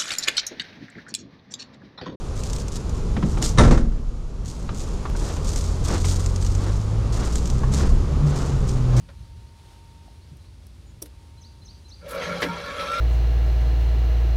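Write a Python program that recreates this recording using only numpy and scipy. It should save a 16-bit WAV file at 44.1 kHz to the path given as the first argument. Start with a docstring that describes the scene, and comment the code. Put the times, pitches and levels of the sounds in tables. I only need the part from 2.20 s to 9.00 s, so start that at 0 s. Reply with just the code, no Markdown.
"""Distant traffic rumbles under footsteps on a gravel yard. A van's cab door slams close by: the latch
snaps, the steel panels shudder and the air trapped in the cab booms. The hand-held camera's gain
control ducks on the slam and creeps back. The person holding it walks on, shoes grinding the stones
and snapping single pebbles, while one engine pulls past, its exhaust drone climbing, then sinking."""
import sys
import numpy as np
from scipy import signal
from scipy.fft import rfft, irfft, next_fast_len
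from scipy.io import wavfile
from scipy.ndimage import uniform_filter1d, minimum_filter1d, map_coordinates

SR = 44100
rng = np.random.default_rng(int(sys.argv[2]) if len(sys.argv) > 2 else 0)


def store_wav(level_fs):
    """Save 16-bit WAV to argv[1]."""
    pcm = np.round(np.clip(np.atleast_2d(level_fs), -1, 1) * 32767)
    wavfile.write(sys.argv[1], SR, pcm.T.astype(np.int16))


N = 299880

# The traffic bed. Each row: time in seconds, rumble level in dB, tyre roar level in dB.
TRAFFIC_LEVELS = [(0, -25, -38.5), (.6, -24.5, -39.5), (1.2, -22.5, -37), (2.2, -22.5, -38),
                  (2.7, -24.5, -37.5), (4.5, -25, -37.5), (5.4, -21.5, -36.5), (5.7, -18, -36),
                  (6.1, -21, -34.5), (6.8, -20.5, -35)]
# Tone of the bed's three layers. Each row: frequency in Hz, relative level in dB.
RUMBLE_EQ = [(10, -11), (25, 1), (45, 1.5), (70, -4.5), (110, -8), (160, -11.5), (230, -17.5), (400, -32.5),
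             (900, -74.5)]
ROAR_EQ = [(120, -3), (250, -2), (420, 4.5), (700, -6), (1200, -6.5), (1700, -17.5), (2600, -21),
           (5000, -25), (10000, -51)]
HISS_EQ = [(800, -21), (2500, -1), (7100, 4), (7700, -2.5), (10500, -8), (11500, -14.5), (15000, -38)]

# Shoes sliding on gravel. Each row: start in seconds, level in dB, push and settling t60 in seconds.
SCUFFS = [(0.152, -43, 0.27, 0.1), (0.517, -39, 0.044, 0.2), (0.742, -47.5, 0.028, 0.22),
          (1.05, -47, 0.13, .4), (1.216, -27, 0.039, 0.23), (2.247, -35.5, 0.045, 0.56),
          (2.544, -38, 0.054, 0.62), (2.957, -39.5, .13, 0.99), (3.242, -39.5, 0.18, 1),
          (3.638, -35.5, 0.076, 1), (3.842, -35.5, 0.06, 1), (4.2, -45.5, .33, .9),
          (4.923, -36, 0.031, 0.34), (5.032, -40, 0.042, 0.42), (5.12, -43.5, 0.18, 1),
          (5.517, -33, 0.037, 0.51), (6.06, -45, 0.073, 0.43), (6.155, -39, 0.015, 0.99),
          (6.47, -41, .03, .3), (6.762, -35, .05, .4)]
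# Single pebbles snapping. Each row: start in seconds, level in dB.
PEBBLE_SNAPS = [(0.235, -28.5), (0.2986, -31.5), (0.3316, -26.5), (0.362, -29), (0.384, -32), (0.482, -31),
                (0.694, -34), (1.225, -18.5), (1.312, -35), (2.603, -32), (3.3594, -25), (3.44, -32),
                (4.0606, -24), (4.1602, -27), (4.225, -29), (4.2472, -30.5), (4.264, -31), (4.35, -31),
                (5.1556, -23.5), (5.2562, -28.5), (5.274, -30), (5.3, -28.5), (6.492, -30)]
# Shoes pressing down. Each row: peak time in seconds, level in dB, half-width in seconds.
CRUNCHES = [(1.237, -32.5, 0.04), (3.077, -35, 0.11), (3.733, -27.5, 0.084), (3.943, -40.5, 0.12),
            (4.464, -36, 0.13), (5.03, -32, 0.13), (5.614, -30.5, 0.11), (6.21, -35, 0.18),
            (6.788, -33.5, .08)]
# Tone of the gravel sounds. Each row: frequency in Hz, relative level in dB.
SPRAY_EQ = [(800, -9), (2500, -10), (3800, -1.5), (6800, 3.5), (8800, -3), (10000, -11), (11200, -17.5),
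            (12800, -15), (15000, -31)]
PEBBLE_EQ = [(1500, -5.5), (3000, -2.5), (4200, -1.5), (6800, 6.5), (8800, -2), (10500, -21), (13000, -14),
             (15200, -31)]
CRUNCH_EQ = [(80, -41), (280, 8), (600, -2.5), (1300, -6.5), (2500, -17), (6000, -18), (12000, -55)]

# Small knocks. Each row: start in seconds, level in dB, thud and tick in dB against that level.
KNOCK_HITS = [(0.966, -27.5, 10, -6.5), (1.026, -26, 11.5, -9.5), (1.172, -27, 6, -12),
              (2.49, -27.5, 2, -7), (2.853, -25.5, -23, -16.5), (2.95, -30, -15, -21), (3.166, -33, 3, -8),
              (3.699, -28, 8.5, -12), (3.844, -31, 8.5, -1), (5.434, -25.5, -10, -32)]
# Tone of a knock's middle, bottom and top. Each row: frequency in Hz, relative level in dB.
KNOCK_EQ = [(300, -12), (700, 1), (1050, 8.5), (1350, 1), (1700, -3), (2500, -16.5), (6000, -35),
            (12000, -60)]
THUD_EQ = [(60, -14), (150, 3), (230, -3.5), (500, -16.5), (1500, -52), (4000, -90)]
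TICK_EQ = [(1000, -5), (2300, 1), (3800, -3), (8000, -26), (12000, -50)]
# The yard's reverb time. Each row: frequency in Hz, t60 in seconds.
YARD_DECAY = [(100, 1), (1000, 0.22), (8000, 0.2)]

# The door hits seal, latch and frame, then glass and trim shake.
# Each row: start in seconds, crack level in dB, panel level in dB.
DOOR_CONTACTS = [(1.375, -25, -17.5), (1.3844, -6.5, -5.5), (1.3918, -19, -0.5), (1.3999, -34, 0),
                 (1.412, -17, -6), (1.435, -16, -5), (1.449, -19, -6), (1.474, -23, -6.5),
                 (1.509, -16.5, -0.5), (1.524, -31, -8), (1.546, -31, -11.5), (1.575, -22, -11),
                 (1.608, -32, -22), (1.645, -50, -24.5), (1.72, -38, -32), (1.756, -70, -27.5)]
# Tone of a contact's crack and shudder. Each row: frequency in Hz, relative level in dB.
CRACK_EQ = [(400, -31), (1200, 17), (2100, -3.5), (2800, -0.5), (3800, 3), (4600, -6), (5900, 0),
            (7500, -10), (9200, -7), (10200, -45), (15000, -39)]
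PANEL_EQ = [(50, 0), (110, -1.5), (190, 0.5), (300, -3), (500, -13), (680, -13), (1300, -22.5), (2000, -25),
            (3000, -35.5), (7000, -35), (14000, -65)]
# Damping of the shudder, on top of its overall fade. Each row: frequency in Hz, t60 in seconds.
PANEL_DAMPING = [(100, 0.19), (400, 0.19), (1200, 0.16), (5000, 0.25)]
# Resonances of the door skin, the cab's air and rocking body, and the latch steel.
# Each row: frequency in Hz, level in dB, t60 in seconds.
SKIN_MODES = [(140.7, -5.5, 0.55), (181.4, -7, 0.4), (220, -1.5, 0.34), (480, -0.5, 0.11),
              (542, -10.5, 0.22), (781, -20, 0.17), (954, -17.5, 0.2), (1100, -11, 0.048),
              (1344, -16, 0.21), (1510, -19, 0.11), (1704, -14, 0.089)]
CAB_MODES = [(17, -9, 1.36), (32.77, -4, 1.74), (51.8, -5.5, 1.6), (98.4, -15.5, 1.7)]
LATCH_MODES = [(1775, -1, 0.07), (2040, -2, 0.091), (3400, -24, 0.061), (3440, -14, 0.065),
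               (3780, 1, 0.046), (5800, -2, 0.028), (6200, -15, .04), (9070, -26, 0.14), (9120, -15, 0.18)]
# The latch's two notches engage. Each row: start in seconds, level in dB.
LATCH_NOTCHES = [(1.3828, -16.5), (1.394, -13)]

# The passing engine's revs. Each row: time in seconds, firing rate in Hz.
ENGINE_PITCH = [(2.9, 80), (3.55, 82.6), (4.0, 90), (4.25, 91), (4.75, 107), (5.08, 113), (5.49, 131),
                (6.05, 145.5), (6.6, 125), (6.8, 123)]
# Its drone, and its uneven firing at half the rate. Each row: time in seconds, level in dB.
DRONE_LEVEL = [(2.9, -34), (3.25, -30.5), (4.0, -21), (4.3, -27.5), (4.72, -22.5), (5.1, -37), (5.48, -26),
               (5.85, -36.5), (6.05, -15), (6.2, -29), (6.55, -24.5), (6.8, -11.5)]
UNEVEN_LEVEL = [(2.9, -31.5), (4.2, -24.5), (4.7, -27.5), (5.5, -23), (6.0, -27.5), (6.8, -32)]


def amp(db):
    """Decibels to gain."""
    return 10 ** (np.asarray(db) / 20)


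def unit(x):
    """Scale to rms 1."""
    return x / np.sqrt(np.mean(x ** 2) + 1e-20)


def along(points, hz):
    """Read (Hz, value) points on a log axis."""
    f, v = np.transpose(points)
    return np.interp(np.log(hz + 1), np.log(f + 1), v)


def curves(rows):
    """One automation curve for each column after the time."""
    times, *columns = np.transpose(rows)
    return [np.interp(np.arange(N) / SR, times, column) for column in columns]


def wobble(rate):
    """A smooth random curve, rate knots a second."""
    return map_coordinates(rng.standard_normal(int(N * rate / SR) + 4), [np.arange(N) * rate / SR])


def coloured(x, eq):
    """x through an EQ curve, at rms 1."""
    size = next_fast_len(len(x))
    gain = amp(along(eq, np.fft.rfftfreq(size, 1 / SR)))
    return unit(irfft(rfft(x, size) * gain, size)[:len(x)])


def noise(eq, size):
    """Coloured noise of rms 1."""
    return coloured(rng.standard_normal(size), eq)


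def clicks(per_s):
    """Impulses of random size at random times."""
    return rng.standard_normal(N) * (rng.random(N) < per_s / SR)


def fade(t60, attack):
    """One second of a struck envelope; t60 is the seconds it takes to fall 60 dB."""
    t = np.arange(SR) / SR
    return np.exp(-np.log(1000) * t / t60) * (1 - np.exp(-t / attack))


def damped(x, decays):
    """Each frequency of x dies at its own speed."""
    hz, t, bands = signal.stft(x, SR, nperseg=256)
    decay = np.exp(-np.log(1000) * t / along(decays, hz)[:, None])
    return signal.istft(bands * decay, SR, nperseg=256)[1][:len(x)]


def ring(modes, attack):
    """Damped modes, struck at new strengths each time."""
    t = np.arange(SR) / SR
    scatter_db = 2 * rng.standard_normal(len(modes))
    return sum(amp(db + offset_db) * np.sin(2 * np.pi * hz * t) * fade(t60, attack)
               for offset_db, (hz, db, t60) in zip(scatter_db, modes))


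def add(track, start, sound):
    """Mix a sound into the track at start seconds."""
    part = track[round(start * SR):][:len(sound)]
    part += sound[:len(part)]


def traffic():
    """Low rumble and tyre roar from the road, over a faint even hiss."""
    rumble_db, roar_db = curves(TRAFFIC_LEVELS)
    drift_db = 0.7 * wobble(5)
    rumble = amp(rumble_db + 0.81 * wobble(7)) * noise(RUMBLE_EQ, N)
    roar = amp(roar_db + drift_db) * noise(ROAR_EQ, N)
    return rumble + roar + amp(-50.5) * noise(HISS_EQ, N)


def scuff_envelope(start, push, t60):
    """Rises as the shoe takes the weight, holds while it pushes, dies as the stones settle."""
    t = np.maximum(np.arange(N) / SR - start, 0)
    attack = 1 - np.exp(-t / 0.004)
    return attack * np.exp(-np.log(1000) * np.maximum(t - push, 0) / t60)


def gravel_scuffs():
    """Sliding shoes rub stones into a bright spray of clicks; a few slip with a tick."""
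    sliding = sum(amp(db) * scuff_envelope(start, push, t60) for start, db, push, t60 in SCUFFS)
    clumps = amp(2.5 * wobble(70))
    spray = amp(-1.5) * coloured(clicks(per_s=3000) * clumps, SPRAY_EQ)
    ticks = amp(-17.5) * coloured(clicks(per_s=91), PEBBLE_EQ)
    return sliding * (spray + ticks)


def pebble_snaps():
    """Stone snaps against stone: each a dry crack and a brief ring at its own pitches."""
    out = np.zeros(N)
    for start, db in PEBBLE_SNAPS:
        pitches_hz = 6580 * np.exp(0.25 * rng.uniform(-1.02, 1, size=3))
        crack = noise(PEBBLE_EQ, SR) * fade(t60=0.029, attack=0.00033)
        ping = ring([(hz, -8, 0.016) for hz in pitches_hz], attack=0.0004)
        add(out, start, amp(db) * (crack + ping))
    return out


def knocks():
    """Dull knocks of the van and of stones underfoot, each with a thud below and a tick above."""
    out = np.zeros(N)
    for start, db, thud_db, tick_db in KNOCK_HITS:
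        knock = noise(KNOCK_EQ, SR) * fade(t60=0.057, attack=0.00066)
        thud = noise(THUD_EQ, SR) * fade(t60=0.23, attack=0.0074)
        tick = noise(TICK_EQ, SR) * fade(t60=0.075, attack=0.0005)
        add(out, start, amp(db) * (knock + amp(thud_db) * thud + amp(tick_db) * tick))
    return out


def yard_reverb(x):
    """Parked vans and fences scatter a short tail back."""
    build_up = 1 - np.exp(-np.arange(SR) / SR / 0.02)
    tail = damped(rng.standard_normal(SR), YARD_DECAY) * build_up
    return signal.fftconvolve(x, tail / np.linalg.norm(tail))[:N]


def gravel_crunch():
    """A dull, grainy crunch swells as the walker's weight presses into the stones."""
    t = np.arange(N) / SR
    weight = sum(amp(db) * np.exp(-2 * ((t - peak) / width) ** 2) for peak, db, width in CRUNCHES)
    grind = amp(1.5 * wobble(90))
    return weight * unit(noise(CRUNCH_EQ, N) * grind)


def door_slam():
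    """Each contact cracks and shakes the steel panels."""
    out = np.zeros(N)
    for start, crack_db, panel_db in DOOR_CONTACTS:
        snap_and_tail = fade(t60=0.023, attack=0.00027) + amp(-8.5) * fade(t60=0.14, attack=0.0011)
        crack = noise(CRACK_EQ, SR) * snap_and_tail
        # the panel's countless close modes blur into noise; a few stand out and ring
        shudder = damped(noise(PANEL_EQ, SR), PANEL_DAMPING) * fade(t60=0.91, attack=0.0023)
        skin = amp(-8.5) * ring(SKIN_MODES, attack=0.00089)
        add(out, start, amp(crack_db) * crack + amp(panel_db) * (shudder + skin))
    return out


def cab_boom():
    """The slam's low end: the door seals, the trapped air booms and the body rocks."""
    out = np.zeros(N)
    add(out, start=1.381, sound=ring(CAB_MODES, attack=0.009))
    return out


def latch():
    """The steel latch rings brightly as each notch catches."""
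    out = np.zeros(N)
    for start, db in LATCH_NOTCHES:
        add(out, start, amp(db) * ring(LATCH_MODES, attack=0.00067))
    return out


def engine():
    """An exhaust drone climbs as a vehicle pulls away, then sinks; uneven cylinders add half orders."""
    hz, drone_db, uneven_db = curves(ENGINE_PITCH) + curves(DRONE_LEVEL) + curves(UNEVEN_LEVEL)
    phase = 2 * np.pi * np.cumsum(hz * (1 + 0.0085 * wobble(18))) / SR
    drone = amp(drone_db + 1.84 * wobble(14)) * (np.sin(phase) + amp(-21) * np.sin(2 * phase))
    uneven = amp(uneven_db + 2.1 * wobble(9)) * (np.sin(phase / 2) + amp(-13) * np.sin(3 * phase / 2))
    t = np.arange(N) / SR
    gate = (t >= ENGINE_PITCH[0][0]) & (t <= ENGINE_PITCH[-1][0])
    return np.sqrt(2) * (drone + uneven) * gate


def scene():
    """Door, footsteps and road in mono; only the slam and knocks feed the reverb."""
    hits = door_slam() + latch() + cab_boom() + knocks()
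    reverb = amp(-16) * yard_reverb(hits)
    footsteps = gravel_scuffs() + gravel_crunch() + pebble_snaps()
    return (hits + reverb + footsteps + engine() + traffic())[None]


def gain_control(x, threshold_db, hold_s, recovery_db_per_s):
    """Gain ducks at once on a loud sound, stays down a moment and recovers at a steady rate."""
    level_db = 10 * np.log10(np.abs(uniform_filter1d(x ** 2, size=1100)) + 1e-12)
    over_db = np.maximum(level_db - threshold_db, 0)
    half_hold = int(hold_s * SR / 2)
    held_db = -minimum_filter1d(-over_db, 2 * half_hold + 1, origin=half_hold, mode="constant")
    recovery_db = recovery_db_per_s * np.arange(N) / SR
    cut_db = np.maximum.accumulate(held_db + recovery_db, axis=-1) - recovery_db
    return x * amp(-cut_db)


def record(dry):
    """The camera rides its gain, rounds off the peaks and cuts the highest treble."""
    ducked = gain_control(dry, threshold_db=-8.0, hold_s=0.61, recovery_db_per_s=14.5)
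    rounded = ducked / (1 + np.abs(ducked / 0.95) ** 6) ** (1 / 6)
    size = next_fast_len(N + SR // 2)
    passband = np.fft.rfftfreq(size, 1 / SR) < 15300  # Hz
    return irfft(rfft(rounded, size) * passband, size)[..., :N]


dry = scene()
out = record(dry)
store_wav(out)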